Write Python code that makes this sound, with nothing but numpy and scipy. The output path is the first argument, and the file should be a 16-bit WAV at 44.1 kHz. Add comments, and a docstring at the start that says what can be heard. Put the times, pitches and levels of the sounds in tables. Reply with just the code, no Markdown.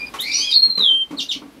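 """In a small, echoing yard, a skylark sings on the ground over quiet outdoor air. It gives a thin note,
two overlapping hoarse rising chirps, a clear whistle that holds and slides down, then two falling chips.
Its voice is a tone with overtones, made hoarse by fast random wavering and a rasp of noise, and the
walls echo it. Soft bumps and scuffs nearby and a few crisp ticks are mostly bursts of fading noise."""
import sys
import numpy as np
from scipy import signal
from scipy.fft import rfft, irfft, next_fast_len
from scipy.io import wavfile
from scipy.ndimage import map_coordinates

SR = 44100
rng = np.random.default_rng(int(sys.argv[2]) if len(sys.argv) > 2 else 0)


def wav_out(sig):
    """Save sig, one row per channel (or a flat mono array), as 16-bit PCM at SR to the path in sys.argv[1]."""
    wavfile.write(sys.argv[1], SR, np.round(np.clip(np.atleast_2d(sig).T, -1, 1) * 32767).astype(np.int16))


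N = 70560  # 1.6 seconds


def amp(db):
    """Turn decibels (dB) into a number to multiply a sound by."""
    return 10 ** (np.asarray(db) / 20)


def clock():
    """The time of every sample, in seconds."""
    return np.arange(N) / SR


def along(points, hz):
    """Read between (frequency, value) points, with the octaves evenly spaced."""
    frequencies, values = np.transpose(points)
    return np.interp(np.log(hz + 1), np.log(frequencies + 1), values)


def curves(rows):
    """Join a table's rows with straight lines: one curve for each column after the time."""
    times, *columns = np.transpose(rows)
    return [np.interp(clock(), times, column) for column in columns]


def gate(rows, fade_s=0.0042):
    """Fade in at the first row's time and out at the last row's."""
    t = clock()
    return np.clip(np.minimum(t - rows[0][0], rows[-1][0] - t) / fade_s + .5, 0, 1)


def wobble(rate):
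    """A smooth curve through `rate` random values a second."""
    return map_coordinates(rng.standard_normal(int(N * rate / SR) + 4), [clock() * rate])


def filtered(x, response):
    """Turn each frequency in x up or down by response(frequency)."""
    size = next_fast_len(N + SR // 2)
    return irfft(rfft(x, size) * response(np.fft.rfftfreq(size, 1 / SR)), size)[:N]


def noise(spectrum):
    """Noise of average power 1, shaped by (frequency, dB) points."""
    shaped = filtered(rng.standard_normal(N), lambda hz: amp(along(spectrum, hz)))
    return shaped / np.sqrt(np.mean(shaped ** 2) + 1e-20)


def wavering_tone(pitch, harmonics, jitter, shimmer_db):
    """A tone of (multiple of the pitch, dB) parts; jitter shakes its pitch and shimmer its level."""
    phase = 2 * np.pi * np.cumsum(pitch * (1 + jitter * wobble(400))) / SR
    flutter = amp(shimmer_db * wobble(250))
    return np.sqrt(2) * flutter * sum(amp(db) * np.sin(k * phase) for k, db in harmonics)


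def burst(start_s, db, fade_s, attack_s):
    """A level that jumps up, then dies away by 60 dB every fade_s seconds."""
    age = np.maximum(clock() - start_s, 0)
    return amp(db - 60 * age / fade_s) * (1 - np.exp(-age / attack_s))


# The tone colour of the air. Each row: frequency in Hz, relative level in dB.
AIR_SPECTRUM = [(25, -14.5), (58, 0), (90, -13), (130, -10.5), (280, 0), (400, -8.5), (800, -10),
                (1600, -15.5), (2400, -16), (4000, -18.5), (7000, -27.5), (12000, -28), (15500, -36.5)]
# How loud the air is. Each row: time in seconds, level in dB.
AIR_LOUDNESS = [(0, -42), (.45, -45), (.6, -48.5), (1.05, -50), (1.3, -48.5), (1.6, -49.5)]

def air():
    """Outdoor air makes a quiet, low rush that is strongest at the start."""
    level, = curves(AIR_LOUDNESS)
    return amp(level) * noise(AIR_SPECTRUM)


# The opening note. Each row: time in seconds, pitch in Hz, levels of harmonics 1 and 2 in dB.
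THIN_NOTE = [(0, 2393, -31, -31), (.02, 2409, -29.5, -42.5), (.054, 2436, -29.5, -55.5),
             (.068, 2465, -44, -42), (.085, 2410, -36, -40.5), (.095, 2440, -47, -58)]

def thin_note():
    """The bird holds a thin, nearly steady pitch together with the octave above it."""
    pitch, first, second = curves(THIN_NOTE)
    tone = wavering_tone(pitch, [(1, first), (2, second)], jitter=.004, shimmer_db=3.5)
    return yard(gate(THIN_NOTE) * tone, echo_db=-15.5)


# How long the yard echoes. Each row: frequency in Hz, seconds to fade by 60 dB.
YARD_FADE = [(200, 0.82), (3000, 0.16), (6000, 0.19), (13000, .16)]

def yard(x, echo_db):
    """The walls add a wash of echoes, echo_db above the direct sound; low notes linger longest."""
    delay_s, build_s = 0.0017, 0.0093
    hz, t, spectrum = signal.stft(rng.standard_normal(SR // 2), SR, nperseg=256)
    decay = amp(-60 * t / along(YARD_FADE, hz)[:, None])
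    _, tail = signal.istft(spectrum * decay, SR, nperseg=256)
    tail *= np.clip((np.arange(len(tail)) / SR - delay_s) / build_s, 0, 1)
    direct = x / np.hypot(1, amp(echo_db))  # keeps the total power about the same
    return direct + signal.fftconvolve(amp(echo_db) * direct, tail / np.linalg.norm(tail))[:N]


# The bumps. Each row: start in seconds, ring pitch in Hz, relative levels of thud, knock and scuff in dB.
BUMP_HITS = [(0.137, 320, -41.5, -28, -33), (0.378, 290, -46.5, -41, -57), (.639, 280, -65, -46.5, -42.5),
             (.674, 195, -39.5, -46.5, -59.5), (0.774, 185, -33, -33, -36), (0.797, 215, -42, -33, -44),
             (0.897, 345, -41.5, -40.5, -50), (1.107, 285, -28, -37, -42.5),
             (1.124, 280, -32, -36.5, -71.5), (1.182, 280, -34.5, -48, -57.5),
             (1.352, 250, -32.5, -49, -50.5), (1.417, 290, -35, -40.5, -64.5),
             (1.564, 268, -37.5, -60, -62.5)]
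# The tone colours of a bump's three noises. Each row: frequency in Hz, relative level in dB.
THUD_SPECTRUM = [(60, -39), (125, -17), (175, -3), (235, 0.5), (290, 9.5), (360, -13.5), (460, -5.5),
                 (700, -13.5), (2000, -54)]
KNOCK_SPECTRUM = [(200, -31), (450, 5.5), (650, -10), (900, -1.5), (1040, -4.5), (1110, 5), (1190, -1),
                  (1400, -5), (1700, -19.5), (2300, -11), (5000, -49)]
SCUFF_SPECTRUM = [(600, -16.5), (2200, 0), (4000, -6), (7000, -11.5), (12000, -16.5), (16000, -31.5)]

def bumps():
    """Soft contacts nearby, each its own mix of a hollow ringing thud, a woody knock and a scuff."""
    attack_s = .003
    out = np.zeros(N)
    for start, hz, thud_db, knock_db, scuff_db in BUMP_HITS:
        ring = wavering_tone(np.full(N, hz), [(1, 0.0078)], jitter=0.099, shimmer_db=0.76)
        out += burst(start, thud_db - 1, fade_s=.24, attack_s=attack_s) * ring
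        out += burst(start, thud_db - 6.5, fade_s=.48, attack_s=attack_s) * noise(THUD_SPECTRUM)
        out += burst(start, knock_db, fade_s=.26, attack_s=attack_s) * noise(KNOCK_SPECTRUM)
        out += burst(start, scuff_db, fade_s=.31, attack_s=attack_s) * noise(SCUFF_SPECTRUM)
    return out


# The first chirp. Each row: time in seconds, pitch in Hz, levels of harmonics 1 and 2 in dB.
FIRST_CHIRP = [(.186, 1491, -70, -35.5), (.195, 1542, -59, -22.5), (.202, 1848, -54, -18.5),
               (.216, 1880, -45.5, -26.5), (.237, 2103, -33.5, -27), (.285, 2299, -25.5, -34),
               (.339, 2437, -32, -28), (.42, 2483, -39.5, -28), (.49, 2474, -31.5, -40.5),
               (.52, 2463, -46, -21.5)]
# How hoarse it is. Each row: time in seconds, random wavering as a share of the pitch.
FIRST_CHIRP_JITTER = [(.21, .008), (.25, .04), (.4, .05), (.46, .008)]
# The tone colour of the rasp in both chirps. 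Each row: frequency in Hz, relative level in dB.
CHIRP_RASP_SPECTRUM = [(1500, -42.5), (2400, -2.5), (3200, -18), (4200, 4), (5800, -9), (7500, -22.5),
                       (12000, -25.5), (16000, -38.5)]

def first_chirp():
    """The bird's voice rises, starting clear and strongest an octave up, then turning hoarse."""
    pitch, first, second = curves(FIRST_CHIRP)
    jitter, = curves(FIRST_CHIRP_JITTER)
    harmonics = [(1, first), (2, second), (3, first - 28), (4, second - 24)]
    tone = wavering_tone(pitch, harmonics, jitter, shimmer_db=2)
    rasp = amp(first - 6) * noise(CHIRP_RASP_SPECTRUM)
    return yard(gate(FIRST_CHIRP) * (tone + rasp), echo_db=-2.5)


# The ticks. Each row: start in seconds, level in dB.
TICK_HITS = [(0.204, -24.5), (1.223, -43), (1.52, -57)]
# The tone colour of a tick. Each row: frequency in Hz, relative level in dB.
TICK_SPECTRUM = [(3000, -35.5), (6500, -6.5), (8500, -7.5), (11500, 2.5), (13500, -6.5), (16000, -17.5)]

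def ticks():
    """Three crisp bursts of high hiss, the first much the strongest."""
    return sum(burst(start, db, fade_s=.13, attack_s=.005) * noise(TICK_SPECTRUM)
               for start, db in TICK_HITS)


# The second chirp. Each row: time in seconds, pitch in Hz, levels of harmonics 2, 3 and 4 in dB.
SECOND_CHIRP = [(.316, 1221, -43.5, -23.5, -34.5), (.33, 1360, -41.5, -32, -28),
                (.343, 1424, -34.5, -27.5, -17.5), (.387, 1494, -46, -24, -28),
                (.415, 1534, -30.5, -25.5, -28.5), (.443, 1628, -21.5, -32.5, -42),
                (.46, 1670, -24, -32, -41), (.495, 1606, -21, -36, -56), (.523, 1543, -31, -17, -59.5)]

def second_chirp():
    """Another hoarse rise overlaps the first, made only of overtones and some rasp."""
    pitch, second, third, fourth = curves(SECOND_CHIRP)
    harmonics = [(2, second), (3, third), (4, fourth), (5, fourth - 22), (6, third - 22)]
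    tone = wavering_tone(pitch, harmonics, jitter=.011, shimmer_db=3)
    rasp = amp(third - 4) * noise(CHIRP_RASP_SPECTRUM)
    return yard(gate(SECOND_CHIRP) * (tone + rasp), echo_db=-1.5)


# The whistle's tune. Each row: time in seconds, pitch in Hz.
WHISTLE_TUNE = [(.505, 4950), (.535, 4690), (.562, 4285), (.585, 4196), (.605, 4227), (.635, 4260),
                (.68, 4230), (.715, 4146), (.745, 4127), (.768, 4215), (.785, 4025), (.815, 3810),
                (.835, 3577), (.855, 3330), (.885, 3174), (.91, 3118), (.985, 3156), (1.04, 3129),
                (1.1, 3164)]
# Its swells and dips. Each row: time in seconds, relative level in dB.
WHISTLE_LOUDNESS = [(0.505, -40), (0.519, -31), (0.529, -24), (0.537, -22), (0.563, -8.5), (0.607, -12.5),
                    (0.617, -21), (0.631, -5), (0.645, -20.5), (0.655, -9.5), (0.695, -28), (0.705, -11),
                    (0.735, -45), (0.757, -15), (0.769, -22), (0.783, -11.5), (0.793, -39.5),
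                    (0.803, -10.5), (0.823, -15.5), (0.853, -11), (0.871, -19.5), (0.901, -9), (0.917, -18),
                    (1.021, -17.5), (1.035, -23.5), (1.049, -50), (1.105, -57)]
# How strongly it echoes. Each row: time in seconds, echo level in dB relative to the direct sound.
WHISTLE_ECHO_LEVEL = [(.51, -7.5), (.57, -2.5), (.63, -2), (.76, 0.5), (.8, 3), (.87, 3.5), (.93, -10),
                      (1.03, -11.5)]
# How unsteady it is. Each row: time in seconds, random wavering as a share of the pitch.
WHISTLE_WAVER = [(.54, .02), (.575, .001), (.78, .001), (.83, .007), (.87, .004), (.92, .0004)]
# Faint high tones at two and three times the whistle's pitch, the upper one a slight recorder distortion.
# Each row: multiple of the pitch, level in dB relative to the main tone.
FAINT_HIGH_TONES = [(2, -43), (3, -38.5)]

def whistle():
    """A nearly pure tone holds, slides down and pulses as it mixes with its own echo."""
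    pitch, = curves(WHISTLE_TUNE)
    level, = curves(WHISTLE_LOUDNESS)
    echo_db, = curves(WHISTLE_ECHO_LEVEL)
    jitter, = curves(WHISTLE_WAVER)
    loudness = gate(WHISTLE_LOUDNESS) * amp(level + 0.5)
    tone = loudness * wavering_tone(pitch, [(1, 0)], jitter, shimmer_db=0.53)
    drift = amp(1.4 * wobble(24))  # the high tones swell and fade a little
    high_tones = loudness * drift * wavering_tone(pitch, FAINT_HIGH_TONES, 2 * jitter, shimmer_db=-1.5)
    return yard(tone, echo_db) + yard(high_tones, echo_db + 5)


# A second tone at the start of the whistle. Each row: time in seconds, pitch in Hz, level in dB.
LIFT_NOTE = [(.515, 3940, -28), (.524, 3800, -18.5), (.529, 3802, -7.5), (.535, 4023, -21.5),
             (.544, 4170, -11.5), (.56, 4350, -24.5)]

def lift():
    """A short tone rises to meet the whistle, and the two flutter against each other."""
    pitch, level = curves(LIFT_NOTE)
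    tone = wavering_tone(pitch, [(1, level), (2, level - 33.5)], jitter=0.011, shimmer_db=0.5)
    return yard(gate(LIFT_NOTE) * tone, echo_db=-1.5)


# Two chips, one list each. Each row: time in seconds, pitch in Hz, tone level in dB, rasp level in dB.
CHIP_SWEEPS = [
    [(1.168, 3935, -38.5, -65.5), (1.179, 4505, -31.5, -58), (1.185, 4042, -22, -48.5),
     (1.197, 3433, -19, -38), (1.207, 2867, -25, -21.5), (1.22, 2740, -44, -30), (1.238, 2640, -64, -36)],
    [(1.286, 4155, -38, -64), (1.295, 3680, -19, -57), (1.307, 3577, -24.5, -47.5),
     (1.317, 3060, -18, -28.5), (1.328, 2770, -41, -21), (1.338, 2320, -36.5, -38),
     (1.355, 2290, -65, -44.5)],
]
# Their overtones. Each row: multiple of the pitch, level in dB relative to the main tone.
CHIP_HARMONICS = [(2, -22), (3, -34)]
# The tone colour of their rasp. Each row: frequency in Hz, relative level in dB.
CHIP_RASP_SPECTRUM = [(1500, -40), (2400, -18), (3100, 1), (4200, -2), (5000, -1), (6000, -4.5),
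                      (7500, -24), (12000, -26.5), (16000, -37.5)]

def chips():
    """The bird's voice sweeps quickly down twice, breaking into a rasp that the walls smear."""
    out = np.zeros(N)
    for sweep in CHIP_SWEEPS:
        pitch, tone_db, rasp_db = curves(sweep)
        tone = amp(tone_db) * wavering_tone(pitch, [(1, 0)] + CHIP_HARMONICS, jitter=.025, shimmer_db=2.5)
        rasp = amp(rasp_db) * noise(CHIP_RASP_SPECTRUM)
        out += yard(gate(sweep) * (tone + rasp), echo_db=1)
    return out


def scene():
    """The bird, the bumps, the ticks and the air together in one channel."""
    bird = thin_note() + first_chirp() + second_chirp() + lift() + whistle() + chips()
    return (bird + bumps() + ticks() + air())[None]


def record(dry):
    """Thin out the deep bass and cut off the very highest treble."""
    bass_hz, top_hz = 43, 15750
    return filtered(dry[0], lambda hz: (hz < top_hz) * hz ** 2 / np.hypot(hz ** 2, bass_hz ** 2))[None]


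dry = scene()
out = record(dry)
wav_out(out)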